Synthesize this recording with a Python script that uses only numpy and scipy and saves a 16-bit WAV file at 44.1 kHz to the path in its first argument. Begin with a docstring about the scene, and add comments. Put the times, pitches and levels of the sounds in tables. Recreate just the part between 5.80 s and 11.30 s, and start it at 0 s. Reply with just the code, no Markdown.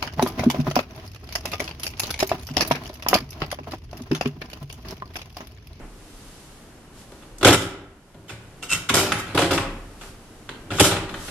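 """Low room noise, a swaying press arm and a rustling sleeve come first, in a workshop with a manual press.
Near 1.6 s a screen frame judders into its steel holder, metal slides and a clamp lever clacks; more sway follows.
Soft low blows lead to two squeaks near 2.9 s, hard knocks from 3.1 s, sway and rustle near 4 s, then a last bout.
Blows are short noise bursts plus ringing modes, slides are dense tiny slips, squeaks are wavering tones with
rasp, the sway is a wandering low tone, and cloth and room are shaped noise."""
import sys
import numpy as np
from scipy import signal
from scipy.fft import rfft, irfft
from scipy.io import wavfile
from scipy.ndimage import uniform_filter1d

SR = 44100
rng = np.random.default_rng(int(sys.argv[2]) if len(sys.argv) > 2 else 0)


def transcribe(u):
    """Save the signal u as a 16-bit wav file named by the first command-line argument.

    u: samples, shape (n,) or (channels, n), limited to [-1, 1]; the rate is SR.
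    q: integer samples, one column per channel.
    """
    v = np.clip(np.atleast_2d(u).T, -1, 1)
    q = np.round(v * 32767).astype(np.int16)
    wavfile.write(sys.argv[1], SR, q)


N = 242550

# All levels are relative, ahead of the gain control. A t60 is the time in which a sound fades by 60 dB.

# Low room noise. Each row: frequency in Hz, level in dB per Hz.
ROOM_COLOUR = [(12, -28), (20, 0.5), (43, -3.5), (59, -6.5), (129, -6.5), (156, -8), (305, -8.5),
               (346, -11), (393, -11.5), (585, -16), (636, -16.5), (768, -17), (3000, -28.5), (3900, -54),
               (6600, -120)]
# Swells of the low rumble. Each row: peak time in seconds, half length in seconds, level in dB.
RUMBLES = [(0, 0.081, -39.5), (4.1, 0.44, -50.5), (5.2, 0.42, -41.5)]
# Sound of the sleeve cloth. Each row: frequency in Hz, level in dB per Hz.
SLEEVE_COLOUR = [(710, -28.5), (1200, -3), (2440, -7.5), (2970, -3), (4510, -4), (11100, -6.5), (12300, -8),
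                 (16000, -39), (22000, -120)]
# Strokes of the sleeve. Each row: peak time in seconds, half length in seconds, level in dB.
SLEEVE_STROKES = [(.5, 0.4, -50.5), (1.2, 0.061, -50), (1.37, 0.19, -55.5), (3.9, 1.7, -56),
                  (4.26, 0.068, -47.5), (5.5, 0.14, -38.5)]
SLEEVE_REST_DB, ROOM_NOISE_DB = -58, -46.5

# Swaying of the press arm. Each row: time of the widest swing in seconds, level in dB.
SWAYS = [(.08, -44.5), (1.74, -36), (3.88, -35.5), (5.25, -43)]
SWAY_HZ, SWAY_BUILD_DB_PER_S, SWAY_FADE_DB_PER_S = 35.2, 70, 39

# Frame knocks. Each row: start in seconds, strength in dB, weight of the lows in dB, brightness in dB,
# basic t60 of the contact rattle in seconds.
KNOCKS = [ (1.319, -42, 0.5, -9, 0.024), (1.424, -35, -13, -32, 0.095), (1.582, -43.5, -16, 4.5, .046),
          (1.819, -12, -10.5, -14.5, 0.065), (3.139, -7.5, -9, -7, 0.17), (3.171, -9.5, -11, -15, 0.53),
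          (3.547, -14.5, -3, -14.5, 0.087), (3.575, -6, -8.5, -22, 0.082), (3.587, -10, -8, -13.5, .2),
          (3.617, -11, -10.5, -19.5, 0.13), (3.708, -11, -7.5, -14.5, .093),
          (3.73, -11.5, -12, -14.5, 0.14), (4.212, -27.5, -14, -18, 0.13), (4.9965, -1.5, -6, -9.5, .079),
          (5.042, -9, -10.5, -7, 0.13), (5.112, -11, -11, -27, 0.12), (5.292, -26, -15, -21, 0.08),
          (5.481, -26, -12, -24, .066)]
# Boom is deep bass against the lows; the rise time is a share of the basic t60.
KNOCK_BOOM_DB, KNOCK_RISE_SHARE = -3.5, 0.025
# The judder is a run of evenly spaced knocks.
JUDDER_PEAK_S, JUDDER_GAP_S, JUDDER_DB = 1.647, 0.0182, 10
# The build is per contact before the hardest, the loss per squared count of contacts after it.
JUDDER_BUILD_DB, JUDDER_LOSS_DB = 17.5, 0.54
JUDDER_WEIGHT_DB, JUDDER_BRIGHT_DB, JUDDER_T60_S = -6.5, -16.5, 0.083
# Soft, boomy nudges of the frame; the long row at 3.469 s is the lingering low ring after the clack
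# at 3.32 s. Each row: start in seconds, strength in dB, weight of the lows in dB, basic t60 in seconds.
SOFT_LOWS = [(2.344, -40.5, -0.5, 0.027), (2.494, -20, -17, 0.11), (2.915, -19, -15.5, 0.094),
             (3.469, -23, -14, 0.47), (4.905, -16.5, -10.5, 0.2)]
SOFT_BOOM_DB, SOFT_BRIGHT_DB, SOFT_RISE_S = 9.5, -21, 0.01
# A firm blow seats the frame, which weakens the after-ring dB for dB up to a limit.
AFTER_RING_DB, FIRM_DB, MOST_DAMPING_DB = 1.5, -8.5, 12.5
# Sound of contact on the frame. Each row: frequency in Hz, level in dB per band.
FRAME_COLOUR = [(40, -28), (58, -34.5), (80, -4), (120, -1.5), (170, -3.5), (225, -14), (310, 1.5),
                (420, -2.5), (600, -1.5), (850, -6), (1100, -16), (1400, -9), (1800, -13), (2300, -10.5),
                (3300, -10.5), (4500, -2.5), (8000, 1.5), (12000, -1.5)]
# Long modes (natural ringing tones) of the frame and press arm. Each row: frequency in Hz, level in dB.
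FRAME_MODES = [(97, -3), (178, -7.5), (284, -3), (308, -6.5), (333, -5.5), (388, 1), (544, -3),
               (625, -14.5), (685, -7.5), (822, -14), (962, -7.5), (1270, -15.5), (1430, -12)]

# Clamp lever clacks. Each row: start in seconds, strength in dB, brightness in dB.
CLACKS = [(1.744, 0, -7), (2.826, -28, -1), (3.0946, -9, -12), (3.32, -10.5, -9.5), (3.778, -13, -17),
          (4.691, -22.5, -18), (4.986, -17, -22), (5.166, -19, -11), (5.341, -22, -18)]
CLACK_WEIGHT_DB, CLACK_BOOM_DB, CLACK_RISE_S, CLACK_T60_S = -11, -7.5, 0.0026, 0.03
# Sound of contact on the clamp. Each row: frequency in Hz, level in dB per band.
CLAMP_COLOUR = [(50, -15), (110, -2.5), (300, -4.5), (900, -12.5), (1400, -11.5), (2000, -13.5),
                (2700, -13.5), (3400, -11), (4800, -16.5), (7500, -6), (12000, -16.5)]
# Short modes of the steel clamp. Each row: frequency in Hz, level in dB.
CLAMP_MODES = [(1310, 3), (1430, 2.5), (1690, -18.5), (2360, -18), (2720, -0.5), (3450, 3), (3660, -11.5),
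               (6150, -9.5), (7150, -9), (8310, -27)]

# Metal sliding on metal. Each row: start in seconds, length of the push in seconds, level in dB.
SLIDES = [(1.651, 0.03, -7), (1.723, 0.0095, -5.5), (2.478, 0.021, -39), (2.827, 0.016, -36.5),
          (2.89, 0.045, -26.5), (3.086, 0.011, -22), (3.133, 0.048, -20), (3.375, 0.018, -31),
          (4.92, 0.063, -34.5), (4.986, 0.013, -36), (5.005, 0.041, -17.5), (5.42, .07, -48)]
SLIDE_FADE_SHARE = 0.73  # time constant of the dying slide, as a share of the push length
# Sound of the slips. Each row: frequency in Hz, level in dB per Hz.
SLIDE_COLOUR = [(530, -31), (900, -8), (1120, -17), (1380, 3), (1770, -14), (1980, -1), (2330, -5),
                (3890, -7), (5060, -4), (7180, -6), (12300, -11), (16000, -42.5), (22000, -120)]
# High modes of the steel jaws, brought out by sliding. Each row: frequency in Hz, level in dB.
JAW_MODES = [(2030, -13), (3050, 6.5), (3800, -1), (5900, 1.5), (7150, 1), (8450, -6), (10900, -12.5),
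             (11250, -7)]

# Squeaks of the clamp. Each row: peak time in seconds, half length in seconds, level in dB.
SQUEAKS = [(2.836, 0.0108, -37.5), (2.925, 0.021, -20.5)]
# Overtones of the squeak. Each row: multiple of its pitch, level in dB.
SQUEAK_PARTIALS = [(1, 6.5), (2, -12), (3, -6.5)]
# Rasping resonances of the squeaking joint. Each row: frequency in Hz, level in dB per Hz.
RASP_COLOUR = [(3300, -25), (4130, -3), (4550, -24), (4970, -1), (5600, -17), (6940, 4), (7600, -7),
               (8350, 0), (9500, -9), (12000, -31)]
SQUEAK_HZ, SQUEAK_SAG_HZ = 2780, 100.2  # pitch at a light touch; drop at the hardest pressure

# Fading of the workshop's reflections. Each row: frequency in Hz, t60 in seconds.
ROOM_T60 = [(80, 0.98), (300, 0.63), (1400, 0.69), (4000, 0.49), (11000, 0.3)]
# Left-right likeness of near sound. Each row: frequency in Hz, correlation from -1 to 1.
NEAR_LIKENESS = [(300, 1), (800, 0.99), (1500, 0.78), (3000, 0.33), (5500, -0.33), (10000, -0.088)]
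# Left-right likeness of diffuse sound. Each row: frequency in Hz, correlation from -1 to 1.
FAR_LIKENESS = [(300, 0.97), (750, 0.83), (1400, 0.62), (2800, 0.094), (5500, -0.0024), (10000, -0.16)]

LIMIT_DB, RECOVERY_DB_PER_S, CUTOFF_HZ = -8, 9.5, 12400  # gain control, then the steep treble cut

# Neighbouring frequency bands, used to build dense ringing.
EDGES = np.geomspace(35, 14000, 27)
CENTRES = np.sqrt(EDGES[1:] * EDGES[:-1])
BANK = [signal.butter(2, pair, "band", fs=SR, output="sos") for pair in zip(EDGES, EDGES[1:])]
TIME = np.arange(N) / SR


def from_db(db):
    """Turn decibels into an amplitude factor."""
    return 10 ** (np.asarray(db) / 20)


def rms_one(x):
    """Scale a signal to an average (rms) level of 1."""
    return x / np.sqrt(np.mean(x ** 2) + 1e-20)


def at_hz(points, hz):
    """Read a table between its rows on a log-frequency axis."""
    f, value = np.transpose(points)
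    return np.interp(np.log(hz + 1e-9), np.log(f), value)


def drift(rate, size):
    """Random curve around 0 that takes a new direction rate times a second."""
    knots = rng.standard_normal(size // 8)
    return np.interp(np.arange(size) / SR * rate, np.arange(len(knots)), knots)


def swells(rows):
    """Smooth bell-shaped swells, added in power."""
    power = 0
    for s, half, db in rows:
        distance = np.minimum(((TIME - s) / half) ** 2, 20)
        power = power + from_db(db) ** 2 * np.exp(-2 * distance)
    return np.sqrt(power)


def stereo(pair, likeness):
    """Mix two unrelated signals into left and right with a given correlation."""
    c = np.clip(likeness, -0.999, 0.999)
    shared = np.sqrt((1 + c) / 2) * pair[0]
    opposed = np.sqrt((1 - c) / 2) * pair[1]
    return shared + opposed * np.array([[1], [-1]])


def noise(colour, size):
    """Diffuse stereo noise of a given spectrum, rms 1."""
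    hz = np.fft.rfftfreq(size, 1 / SR)
    bins = stereo(rfft(rng.standard_normal((2, size))), at_hz(FAR_LIKENESS, hz))
    return rms_one(irfft(bins * from_db(at_hz(colour, hz)), size))


def background(rustle_db):
    """Cloth rubbing in strokes is noise with swells, over the swelling low noise of the room."""
    rubbing = np.hypot(from_db(SLEEVE_REST_DB), swells(SLEEVE_STROKES))
    grain = from_db(rustle_db * drift(90, size=N))
    sleeve = rubbing * grain * noise(SLEEVE_COLOUR, size=N)
    rumble = np.hypot(from_db(ROOM_NOISE_DB), swells(RUMBLES))
    return sleeve + rumble * noise(ROOM_COLOUR, size=N)


def sway(wander):
    """The heavy arm swings at its lowest mode, with a wandering pitch."""
    hz = SWAY_HZ * (1 + wander * drift(12, size=N))
    phase = 2 * np.pi * np.cumsum(hz) / SR
    swing = 0
    for s, db in SWAYS:
        loss_db = np.maximum(SWAY_BUILD_DB_PER_S * (s - TIME), SWAY_FADE_DB_PER_S * (TIME - s))
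        swing = swing + from_db(db - loss_db)
    return swing * rms_one(np.sin(phase))


def contact(s, db, weight_db, boom_db, bright_db, rise, t60):
    """One blow: start, middle, boom, thud, treble, rise, t60, after-ring; firm blows ring on less."""
    after_db = AFTER_RING_DB - np.clip(db - FIRM_DB, 0, MOST_DAMPING_DB)
    thud_db = db + weight_db
    return s, db, thud_db + boom_db, thud_db, db + bright_db, rise, t60, after_db


def judder(before_count, count):
    """Knocks of the frame dropping into its holder build to the hardest, then weaken ever faster."""
    k = np.arange(count) - before_count
    db = JUDDER_DB + JUDDER_BUILD_DB * np.minimum(k, 0) - JUDDER_LOSS_DB * np.maximum(k, 0) ** 2
    times = JUDDER_PEAK_S + JUDDER_GAP_S * k
    return [(s, level, JUDDER_WEIGHT_DB, JUDDER_BRIGHT_DB, JUDDER_T60_S) for s, level in zip(times, db)]


def frame_contacts():
    """Hard judder and knocks rise fast; soft nudges and one lingering low ring rise slower, with more boom."""
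    hard = [contact(s, db, weight, KNOCK_BOOM_DB, bright, KNOCK_RISE_SHARE * t60, t60)
            for s, db, weight, bright, t60 in judder(before_count=2, count=8) + list(KNOCKS)]
    soft = [contact(s, db, weight, SOFT_BOOM_DB, SOFT_BRIGHT_DB, SOFT_RISE_S, t60)
            for s, db, weight, t60 in SOFT_LOWS]
    return hard + soft


def dense_ring(band_db, band_t60, likeness, grip):
    """Countless close modes, fed by grip and dying band by band; band_db is each band's energy."""
    t, out = np.arange(len(grip)) / SR, 0
    for sos, hz, db, t60 in zip(BANK, CENTRES, band_db, band_t60):
        dying = rng.standard_normal((2, len(t))) * grip * from_db(-60 * t / t60)
        band = signal.sosfilt(sos, stereo(dying, at_hz(likeness, hz)) + 1e-18)
        out = out + from_db(db) * rms_one(band) / np.sqrt(len(t))
    return out


def add(track, s, sound):
    """Lay a sound on a track at a time in seconds."""
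    at = max(round(s * SR), 0)
    track[:, at:at + sound.shape[1]] += sound[:, :N - at]


def blows(rows, colour, gain_db, chatter_db, bass_linger, spot_db):
    """Loose metal parts meet in a quick uneven chatter; gives the near sound and its share that rings on."""
    near, onward = np.zeros((2, 2, N))
    age = TIME[:SR // 4]
    for s, middle_db, boom_db, thud_db, treble_db, rise, t60, after_db in rows:
        tilt = [(150, boom_db), (260, thud_db), (600, thud_db),
                (1200, middle_db), (3400, middle_db), (5500, treble_db)]
        # each point of contact favours its own upper resonances
        spot = spot_db * rng.uniform(-1.88, 1, len(CENTRES)) * CENTRES / (CENTRES + 500)
        force = at_hz(tilt, CENTRES) + spot
        # the low bands die last
        band_t60 = max(t60, 0.008) + bass_linger * 200 / (200 + CENTRES)
        chatter = from_db(chatter_db * drift(450, size=len(age)))
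        grip = (1 - np.exp(-age / max(rise, 1e-4))) * chatter
        blow = dense_ring(force + at_hz(colour, CENTRES) + gain_db, band_t60, NEAR_LIKENESS, grip)
        add(near, s, blow)
        add(onward, s, blow * from_db(after_db))
    return near, onward


def struck(times, force_db, modes, t60):
    """Each blow rings every mode with its own strength; high modes differ more from left to right."""
    out, top_db = np.zeros((2, N)), np.max(np.array(modes)[:, 1])
    for hz, db in modes:
        pattern = stereo(rng.choice([-1, 1], (len(times), 2)).T, at_hz(NEAR_LIKENESS, hz))
        strength = from_db(force_db + db - top_db) * rng.uniform(0.37, 1.22, len(times))
        clicks = np.zeros((2, N))
        clicks[:, (times * SR).astype(int)] = pattern * strength
        # a two-step filter rings at hz and shrinks by r every sample
        r, w = from_db(-60 / (t60 * SR)), 2 * np.pi * hz / SR
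        out += signal.lfilter([0, np.sin(w)], [1, -2 * r * np.cos(w), r * r], clicks + 1e-18)
    return out


def frame_ring(rows, gain_db, t60):
    """The thud of each blow leaves the frame humming, more weakly if the blow was firm."""
    s, _, _, thud_db, _, _, _, after_db = np.transpose(rows)
    return struck(s, thud_db + 2 * after_db + gain_db, FRAME_MODES, t60)


def clamp_ring(rows, gain_db, t60):
    """The middle part of each blow's force makes the clamp clink."""
    s, middle_db = np.transpose(rows)[:2]
    return struck(s, middle_db + gain_db, CLAMP_MODES, t60)


def convolve(x, response):
    """Let every sample of x set off the response."""
    return signal.fftconvolve(x, response, axes=-1)[:, :N]


def workshop(x, build_s):
    """Reflections build up within milliseconds and, broadly, die sooner in the treble."""
    grip = 1 - np.exp(-(TIME[:SR] / build_s) ** 2)
    flat_db = 10 * np.log10(np.diff(EDGES) / (SR / 2))  # wider bands hold more energy
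    return convolve(x, dense_ring(flat_db, at_hz(ROOM_T60, CENTRES), FAR_LIKENESS, grip))


def slides(slips_per_s, ring_s, judder_db, sing_db, sing_t60):
    """Dense tiny slips excite the bright, short ring of the steel jaws and a few modes that sing longer."""
    pressure = np.zeros(N)
    for s, push, db in SLIDES:
        age = TIME - s
        rising = np.sqrt(np.clip(age / push, 0, 1))
        dying = np.exp(-np.maximum(age - push, 0) / (SLIDE_FADE_SHARE * push))
        pressure += from_db(db) * rising * dying
    hits = (rng.random(N) < slips_per_s / SR) * rng.standard_normal(N)
    slips = rms_one(hits * from_db(judder_db * drift(200, size=N)))
    rasp = noise(SLIDE_COLOUR, size=4096)
    length = rasp.shape[1]
    short_ring = rms_one(rasp * np.exp(-TIME[:length] / ring_s))
    sing = rms_one(struck(np.zeros(1), 0, JAW_MODES, sing_t60)[:, :length])
    jaws = (short_ring + from_db(sing_db) * sing) / np.sqrt(length)
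    return convolve(np.array([slips * pressure] * 2), jaws)


def clamp_contacts():
    """The lever's clacks are quick, short blows on the clamp."""
    return [contact(s, db, CLACK_WEIGHT_DB, CLACK_BOOM_DB, bright, CLACK_RISE_S, CLACK_T60_S)
            for s, db, bright in CLACKS]


def squeak(jitter, flutter_db, rasp_db):
    """Stick and slip lock on to one clamp mode, unsteady in pitch and strength, and rasp in higher ones."""
    pressure = swells(SQUEAKS)
    hz = SQUEAK_HZ - SQUEAK_SAG_HZ * np.sqrt(pressure / pressure.max())
    phase = 2 * np.pi * np.cumsum(hz * (1 + jitter * drift(1100, size=N))) / SR
    tone = sum(from_db(level) * np.sin(round(k) * phase) for k, level in SQUEAK_PARTIALS)
    voice = rms_one(tone) + from_db(rasp_db) * noise(RASP_COLOUR, size=N)
    flutter = from_db(flutter_db * drift(400, size=N))
    return voice * pressure * flutter * from_db([[-1], [1]])  # a little louder on the right


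def gain_control(x):
    """The gain drops at once when the level passes the limit and creeps back up."""
    power = uniform_filter1d(np.mean(x ** 2, axis=0), size=882)  # averaged over 20 ms
    level_db = 10 * np.log10(np.abs(power) + 1e-12)
    recovery = RECOVERY_DB_PER_S * TIME
    excess_db = np.maximum(level_db - LIMIT_DB, 0)
    return x * from_db(recovery - np.maximum.accumulate(excess_db + recovery))


def scene():
    """Mix the near sounds with separate reflections for the frame, the clamp and the rubbing metal."""
    backdrop = background(rustle_db=0.06)
    arm = sway(wander=0.0783)
    knocks, clacks = frame_contacts(), clamp_contacts()
    frame, frame_onward = blows(knocks, FRAME_COLOUR, gain_db=19.0, chatter_db=3.5,
                                bass_linger=0.042, spot_db=3.0)
    hum = frame_ring(knocks, gain_db=-9.5, t60=0.73)
    clinks = clamp_ring(knocks, gain_db=-11.5, t60=0.049) + clamp_ring(clacks, gain_db=-3, t60=0.014)
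    rubbing = slides(slips_per_s=3000, ring_s=0.0044, judder_db=-1.0, sing_db=-6.0, sing_t60=0.043)
    clamp, clamp_onward = blows(clacks, CLAMP_COLOUR, gain_db=22.0, chatter_db=2.5,
                                bass_linger=0.049, spot_db=4.5)
    squeal = squeak(jitter=0.0206, flutter_db=5.0, rasp_db=-5.0)
    room = from_db(-4.0) * workshop(frame_onward, build_s=0.0075)
    room += from_db(-1.5) * workshop(clamp_onward + from_db(-9.5) * clinks, build_s=0.0032)
    room += from_db(-6.5) * workshop(rubbing + from_db(-6.5) * squeal, build_s=0.007)
    return backdrop + arm + frame + hum + clinks + rubbing + clamp + squeal + room


def record(dry):
    """Loud stretches turn the gain down, peaks past 0.97 are clipped, and the top is cut steeply."""
    clipped = np.clip(gain_control(dry), -0.97, 0.97)
    treble_cut = signal.ellip(12, 0.1, 70, CUTOFF_HZ, fs=SR, output="sos")
    return signal.sosfilt(treble_cut, clipped)


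dry = scene()
out = record(dry)
transcribe(out)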